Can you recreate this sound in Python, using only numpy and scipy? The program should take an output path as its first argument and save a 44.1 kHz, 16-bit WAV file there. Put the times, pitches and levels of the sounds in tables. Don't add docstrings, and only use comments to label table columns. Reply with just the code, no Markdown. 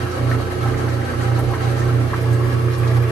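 import sys
import numpy as np
from scipy import signal
from scipy.fft import rfft, irfft
from scipy.io import wavfile

SR = 44100
rng = np.random.default_rng(int(sys.argv[2]) if len(sys.argv) > 2 else 0)


def int16_out(signal):
    q = np.round(np.clip(np.atleast_2d(signal).T, -1, 1) * 32767)
    wavfile.write(sys.argv[1], SR, q.astype(np.int16))


N = 137151
MAINS_HZ = 60.0
LEAN_START_S, LEAN_END_S = 1.69, 2.34

# (time [s], relative level [dB])
HUM_SWELL = [(0, -39), (.04, -20.5), (.12, -38), (.22, -18.5), (.35, -16.5), (.5, -36), (.67, -16),
             (.78, -23.5), (.86, -20), (1.01, -20.5), (1.1, -33), (1.2, -22), (1.32, -15), (1.47, -20),
             (1.56, -28.5), (1.68, -16), (1.77, -20.5), (1.86, -15.5), (2.01, -15), (2.11, -25.5),
             (2.23, -19), (2.32, -13.5), (2.5, -18.5), (2.67, -16), (2.77, -20.5), (2.86, -15.5),
             (2.98, -12.5), (3.11, -20.5)]


def motor(t):
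    # (multiple of the mains rate, level [dB], left minus right [dB])
    overtones = [(4, -40, -3), (6, -33, -3.5)]
    # (multiple of the shaft rate, level [dB], left minus right [dB])
    shaft_tones = [(3, -29, -5), (7, -49.5, -2), (9, -38.5, 0.5), (10, -40, -7), (11, -41.5, 1),
                   (13, -47.5, 18.5), (15, -38.5, 5), (16, -46.5, -10), (17, -49, 5), (19, -45.5, 0),
                   (22, -49.5, -12.5)]
    shaft_hz, speed_wander = 29.6, 0.003
    hum_offset_db, hum_pan_db, hum_wobble_rad = -1.5, -5, 0.4
    pump_flutter, shaft_flutter, overtone_flutter = 0.1, 0.62, 0.36
    fade_db, fade_hz = 2.5, 4.5

    mains = 2 * np.pi * MAINS_HZ * t
    turn = 2 * np.pi * np.cumsum(shaft_hz * (1 + speed_wander * walk(2.22))) / SR
    swell = undb(hum_level(t) + hum_offset_db)
    hum = np.sqrt(2) * swell * np.sin(2 * mains + hum_wobble_rad * walk(2.56))
    out = pan(hum_pan_db) * hum

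    for multiple, db, pan_db in overtones:
        phase = multiple * mains + 2 * np.pi * rng.random()
        out += pan(pan_db) * tone(phase, db, overtone_flutter) * fading(fade_db, fade_hz)

    load = strain(t)
    for i, (multiple, db, pan_db) in enumerate(shaft_tones):
        phase = multiple * turn + 2 * np.pi * rng.random()
        if i == 0:
            partial = tone(phase, db, pump_flutter)
        else:
            partial = load * fading(fade_db, fade_hz) * tone(phase, db, shaft_flutter)
        out += pan(pan_db) * partial
    return out


def cabinet(t):
    # (centre [Hz], half width at half strength [Hz], relative level [dB])
    panels = [(57, 4.9, -42), (113.5, 7.4, -38.5), (150.5, 28.6, -40.5), (270, 16, -44), (325.4, 15, -41),
              (381, 49, -40.5), (449, 50, -42), (538, 32, -49.5)]
    deep_pan_db, churn_db = -14, 2
    lean_db = -2.5

    rumble = np.zeros((2, N))
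    for hz, width_hz, db in panels:
        band = spread(shape(noise(), resonance(hz, width_hz)))
        rumble += pan(deep_pan_db * min(1, 150 / hz)) * level(band, db)
    churn = undb(churn_db * walk(4.1) + lean_db * (lean_in(t) - 0.5))
    return rumble * strain(t) * churn


def rush(t):
    # (frequency [Hz], relative level per Hz [dB])
    rush_colour = [(20, -17), (45, -6), (90, -6), (190, -4.5), (300, 2), (620, 1.5), (900, -1.5),
                   (1300, -1), (1900, -6), (2600, -10.5), (3250, -13), (4500, -14.5), (5400, -18.5),
                   (6200, -17.5), (7300, -23), (9000, -21), (10300, -15.5), (11500, -18.5), (13000, -47)]
    # (centre [Hz], half width at half strength [Hz],
    # relative level before moving in [dB], relative level after [dB])
    tub_rings = [(548.4, 40, -41.5, -47.5), (795, 28, -38.5, -48), (1128, 76, -41.5, -36),
                 (1320, 29, -37.5, -43), (1556, 24, -43.5, -53), (1665, 34, -46.5, -42.5),
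                 (1862, 110, -45.5, -44.5), (2175, 43, -48, -48), (2404, 39, -54, -47.5),
                 (2775, 70, -52.5, -51), (4130, 140, -51.5, -57.5)]
    rush_db, surge_db, flicker_db, throb_depth = -31.5, 1.1, 0.5, 0.03

    surge = surge_db * walk(14.2)
    lean = lean_in(t)
    flow = np.zeros((2, N))
    for share in (1 - lean, lean):
        flow += np.sqrt(share) * shape(noise(), undb(curve(rush_colour)) * standing_waves())

    octave = np.log2(freqs())
    water = np.zeros((2, N))
    for k in range(4, 15):
        band = shape(flow, np.maximum(1 - abs(octave - k), 0))
        water += band * undb(surge + flicker_db * walk(33))

    rings = np.zeros((2, N))
    for hz, width_hz, far_db, near_db in tub_rings:
        rings += sloshing(hz, width_hz) * undb(far_db + lean * (near_db - far_db))
    throb = 1 + throb_depth * np.sin(2 * np.pi * 2 * MAINS_HZ * t)
    return spread(level(water, rush_db) + rings * undb(surge)) * throb


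def gurgle(t):
    bubbles_per_s, strength_spread_db, gurgle_db = 380, 2.8, -41
    low_hz, high_hz, ring_cycles = 560, 2163, 10.8

    streams = np.zeros((2, N))
    age = t[:SR // 16]
    for when, size, pitch, side in rng.random((int(bubbles_per_s * N / SR), 4)):
        hz = low_hz * (high_hz / low_hz) ** pitch
        strength = undb(strength_spread_db * min(-np.log(1 - size), 3))
        add(streams[int(2 * side)], when * N / SR, strength * bubble(age, hz, ring_cycles))
    return level(in_tub(streams, 5.5), gurgle_db)


def glugs(t):
    # (time [s], bubble pitch at the start [Hz], cycles to fade to 37 % [count],
    # relative bubble level [dB], splash centre before muffling [Hz], splash decay [s],
    # relative splash level [dB])
    pockets = [(0.314, 1750, 8.5, -14, 1630, .025, -28), (.341, 1210, 4, -18, 850, 0.0082, -28),
               (.400, 1230, 4.9, -21, 560, 0.021, -25.5), (0.658, 780, 4.6, -16, 1200, 0.035, -29),
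               (0.67, 1530, 11, -20, 1500, 0.012, -33), (0.736, 1550, 5, -35, 1590, 0.041, -30),
               (0.854, 1070, 7, -23, 1100, 0.01, -28), (.875, 790, 3.5, -27, 1420, 0.028, -27.5),
               (1.016, 1320, 6, -40, 1700, 0.019, -31), (1.136, 1120, 6.7, -21, 1400, 0.016, -32),
               (1.208, 1820, 11, -22.5, 1700, 0.011, -37), (1.316, 1500, 6, -20.5, 1110, 0.049, -30),
               (1.378, 840, 9, -24, 610, 0.045, -25), (1.514, 716, 5, -36, 600, 0.018, -26),
               (1.535, 1080, 4.1, -14.5, 1200, 0.043, -25.5), (1.608, 1280, 7.2, -22, 1200, 0.017, -31),
               (1.817, 1740, 12, -22, 1600, 0.015, -36), (1.89, 1300, 12, -22, 1490, 0.012, -39),
               (2.133, 1100, 3.3, -11, 950, 0.013, -21.5), (2.137, 1636, 13, -15, 1400, 0.013, -22),
               (2.408, 1100, 11, -21, 1150, .015, -39), (2.682, 1190, 8.8, -20, 1700, 0.057, -36),
               (2.833, 2440, 31, -27, 1910, 0.028, -32), (2.915, 1950, 14, -30, 1900, 0.028, -38),
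               (3.028, 1170, 6, -21, 2400, 0.047, -34)]
    glug_db, splash_db = -3, -2.5
    attack_s, splash_octaves, muffle_hz = 0.00081, 0.5, 2260

    out = np.zeros(N)
    age = t[:SR // 6]
    attack = np.minimum(age / attack_s, 1)
    muffle = 1 / np.sqrt(1 + (freqs() / muffle_hz) ** 10)
    for start, hz, cycles, bubble_db, splash_hz, decay_s, pocket_splash_db in pockets:
        band = muffle * np.exp(-(np.log2(freqs() / splash_hz) / splash_octaves) ** 2 / 2)
        splash = level(shape(rng.standard_normal(N), band), pocket_splash_db + splash_db)
        splash = splash[:len(age)] * np.exp(-age / decay_s)
        ring = undb(bubble_db + glug_db) * bubble(age, hz, cycles)
        add(out, start, attack * (ring + splash))
    return in_tub(out, -5)


def spray(t):
    # (frequency [Hz], relative level per Hz [dB])
    drop_colour = [(1000, -54), (2800, 2), (5000, 15.5), (7500, -4), (11500, 14.5), (13000, -19)]
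    # (time [s], length [s], centre [Hz], relative level [dB])
    spatters = [(0.104, 0.026, 4700, -44), (0.295, 0.022, 4170, -43.5), (0.605, 0.03, 3160, -44),
                (0.77, 0.032, 6100, -45.5), (0.886, 0.025, 4820, -44), (1.204, 0.04, 6450, -47),
                (1.387, 0.015, 10700, -38.5), (1.62, 0.031, 4020, -42.5), (1.778, 0.048, 6300, -44.5),
                (2.215, 0.018, 10000, -46), (2.326, 0.018, 8600, -41), (2.73, 0.028, 4500, -43),
                (2.78, 0.0097, 10000, -38.5), (2.872, 0.014, 3950, -38.5), (3.02, 0.012, 11600, -43)]
    drops_per_s, drop_spread_db, clump_db, drop_db = 900, 12, 1.5, -55.5
    spatter_offset_db = 4

    hits = rng.random((2, N)) < drops_per_s / SR / 2
    strength = undb(drop_spread_db * np.minimum(rng.exponential(size=(2, N)), 4))
    drops = hits * np.sign(noise()) * strength
    out = level(shape(drops * undb(clump_db * walk(4.7)), undb(curve(drop_colour))), drop_db)

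    for start, length, hz, db in spatters:
        age = np.maximum(t - start, 0) / length
        envelope = np.minimum(age / 0.2, 1) * np.exp(-age ** 2)
        out += envelope * level(shape(noise(), resonance(hz, hz * 0.34)), db + spatter_offset_db)
    return in_tub(out, 6)


def hum_level(t):
    return np.interp(t, *np.array(HUM_SWELL).T)


def strain(t):
    load_share = 0.27
    return level(undb(load_share * hum_level(t)), 0)


def lean_in(t):
    return np.interp(t, (LEAN_START_S, LEAN_END_S), (0, 1))


def tone(phase, db, flutter, rate=9):
    wobble = walk(rate) * np.sin(phase) + walk(rate) * np.cos(phase)
    return np.sqrt(2) * undb(db) * (np.sin(phase) + flutter * wobble / np.sqrt(2))


def bubble(age, hz, cycles):
    rise = 0.034
    fade = age * hz / cycles
    pitch = hz * (1 + rise * np.minimum(fade, 2))
    return np.exp(-fade) * np.sin(2 * np.pi * np.cumsum(pitch) / SR)


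def sloshing(hz, width_hz):
    pitch_drift, drift_hz, flicker_db, flicker_hz = 0.008, 5, 2.5, 9
    ring = level(shape(noise(), resonance(hz, width_hz)), 0)
    i = np.arange(N)
    place = i + np.cumsum(pitch_drift * walk(drift_hz))
    bent = np.array([np.interp(place % N, i, x) for x in ring])
    return bent * fading(flicker_db, flicker_hz)


def standing_waves():
    ripple_db, spacing_hz = 3.5, 38.28
    return undb(ripple_db * np.interp(freqs() / spacing_hz, np.arange(4096), rng.standard_normal(4096)))


def in_tub(x, wet_db):
    t60_s = 0.089
    t = np.arange(SR // 3) / SR
    tail = noise()[:, :len(t)] * np.exp(-np.log(1000) * t / t60_s)
    tail *= undb(wet_db) / np.sqrt(np.sum(tail ** 2) / 2)
    direct = spread(x) if x.ndim == 2 else x
    echoes = signal.fftconvolve(x * np.ones((2, 1)), tail, axes=1)[:, :N]
    return (direct + spread(echoes)) / np.sqrt(1 + undb(2 * wet_db))


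def spread(pair):
    # (frequency [Hz], likeness [0-1])
    likeness = [(60, 1), (170, 0.94), (280, 0), (500, 0.13), (800, 0), (1500, 0.02), (2800, 0), (4200, 0),
                (5000, 0), (8200, 0.18), (8900, 0.2), (9700, 0.98), (11800, 1)]
    alike = np.clip(curve(likeness), 0, 1)
    mid = shape(pair[0], np.sqrt((1 + alike) / 2))
    side = shape(pair[1], np.sqrt((1 - alike) / 2))
    return np.array([mid + side, mid - side])


def fading(depth_db, rate):
    return level(undb(depth_db * walk(rate)), 0)


def walk(rate):
    return level(shape(rng.standard_normal(N), np.exp(-(freqs() / rate) ** 2 / 2)), 0)


def noise():
    return rng.standard_normal((2, N))


def resonance(hz, width_hz):
    f = freqs()
    return (1 + 1j * (f / hz - hz / f) * hz / (2 * width_hz)) ** -2


def shape(x, gain):
    return irfft(rfft(x) * gain, N)


def curve(points):
    hz, value = np.array(points, float).T
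    return np.interp(np.log(freqs()), np.log(hz), value)


def freqs():
    return np.maximum(np.arange(N // 2 + 1) * SR / N, 1)


def level(x, db):
    return x * undb(db) / np.sqrt(np.mean(x ** 2))


def pan(db):
    return undb(np.array([[db], [-db]]) / 2)


def undb(db):
    return 10 ** (np.asarray(db) / 20)


def add(out, start, sound):
    i = int(np.clip(start * SR, 0, N - 1))
    out[..., i:i + len(sound)] += sound[:N - i]


def scene():
    t = np.arange(N) / SR
    return motor(t) + cabinet(t) + rush(t) + gurgle(t) + glugs(t) + spray(t)


def record(dry):
    # (frequency [Hz], lead [turns])
    stereo_phase = [(8700, 0), (9300, .25), (9750, .47), (10450, .52), (11050, .75), (11800, 1)]
    top_hz = 12500
    dry = dry * signal.windows.tukey(N, 0.001)
    right = shape(dry[1], np.exp(2j * np.pi * curve(stereo_phase)))
    top_cut = signal.ellip(10, 0.2, 80, top_hz, fs=SR, output="sos")
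    return signal.sosfilt(top_cut, np.array([dry[0], right]))


dry = scene()
out = record(dry)
int16_out(out)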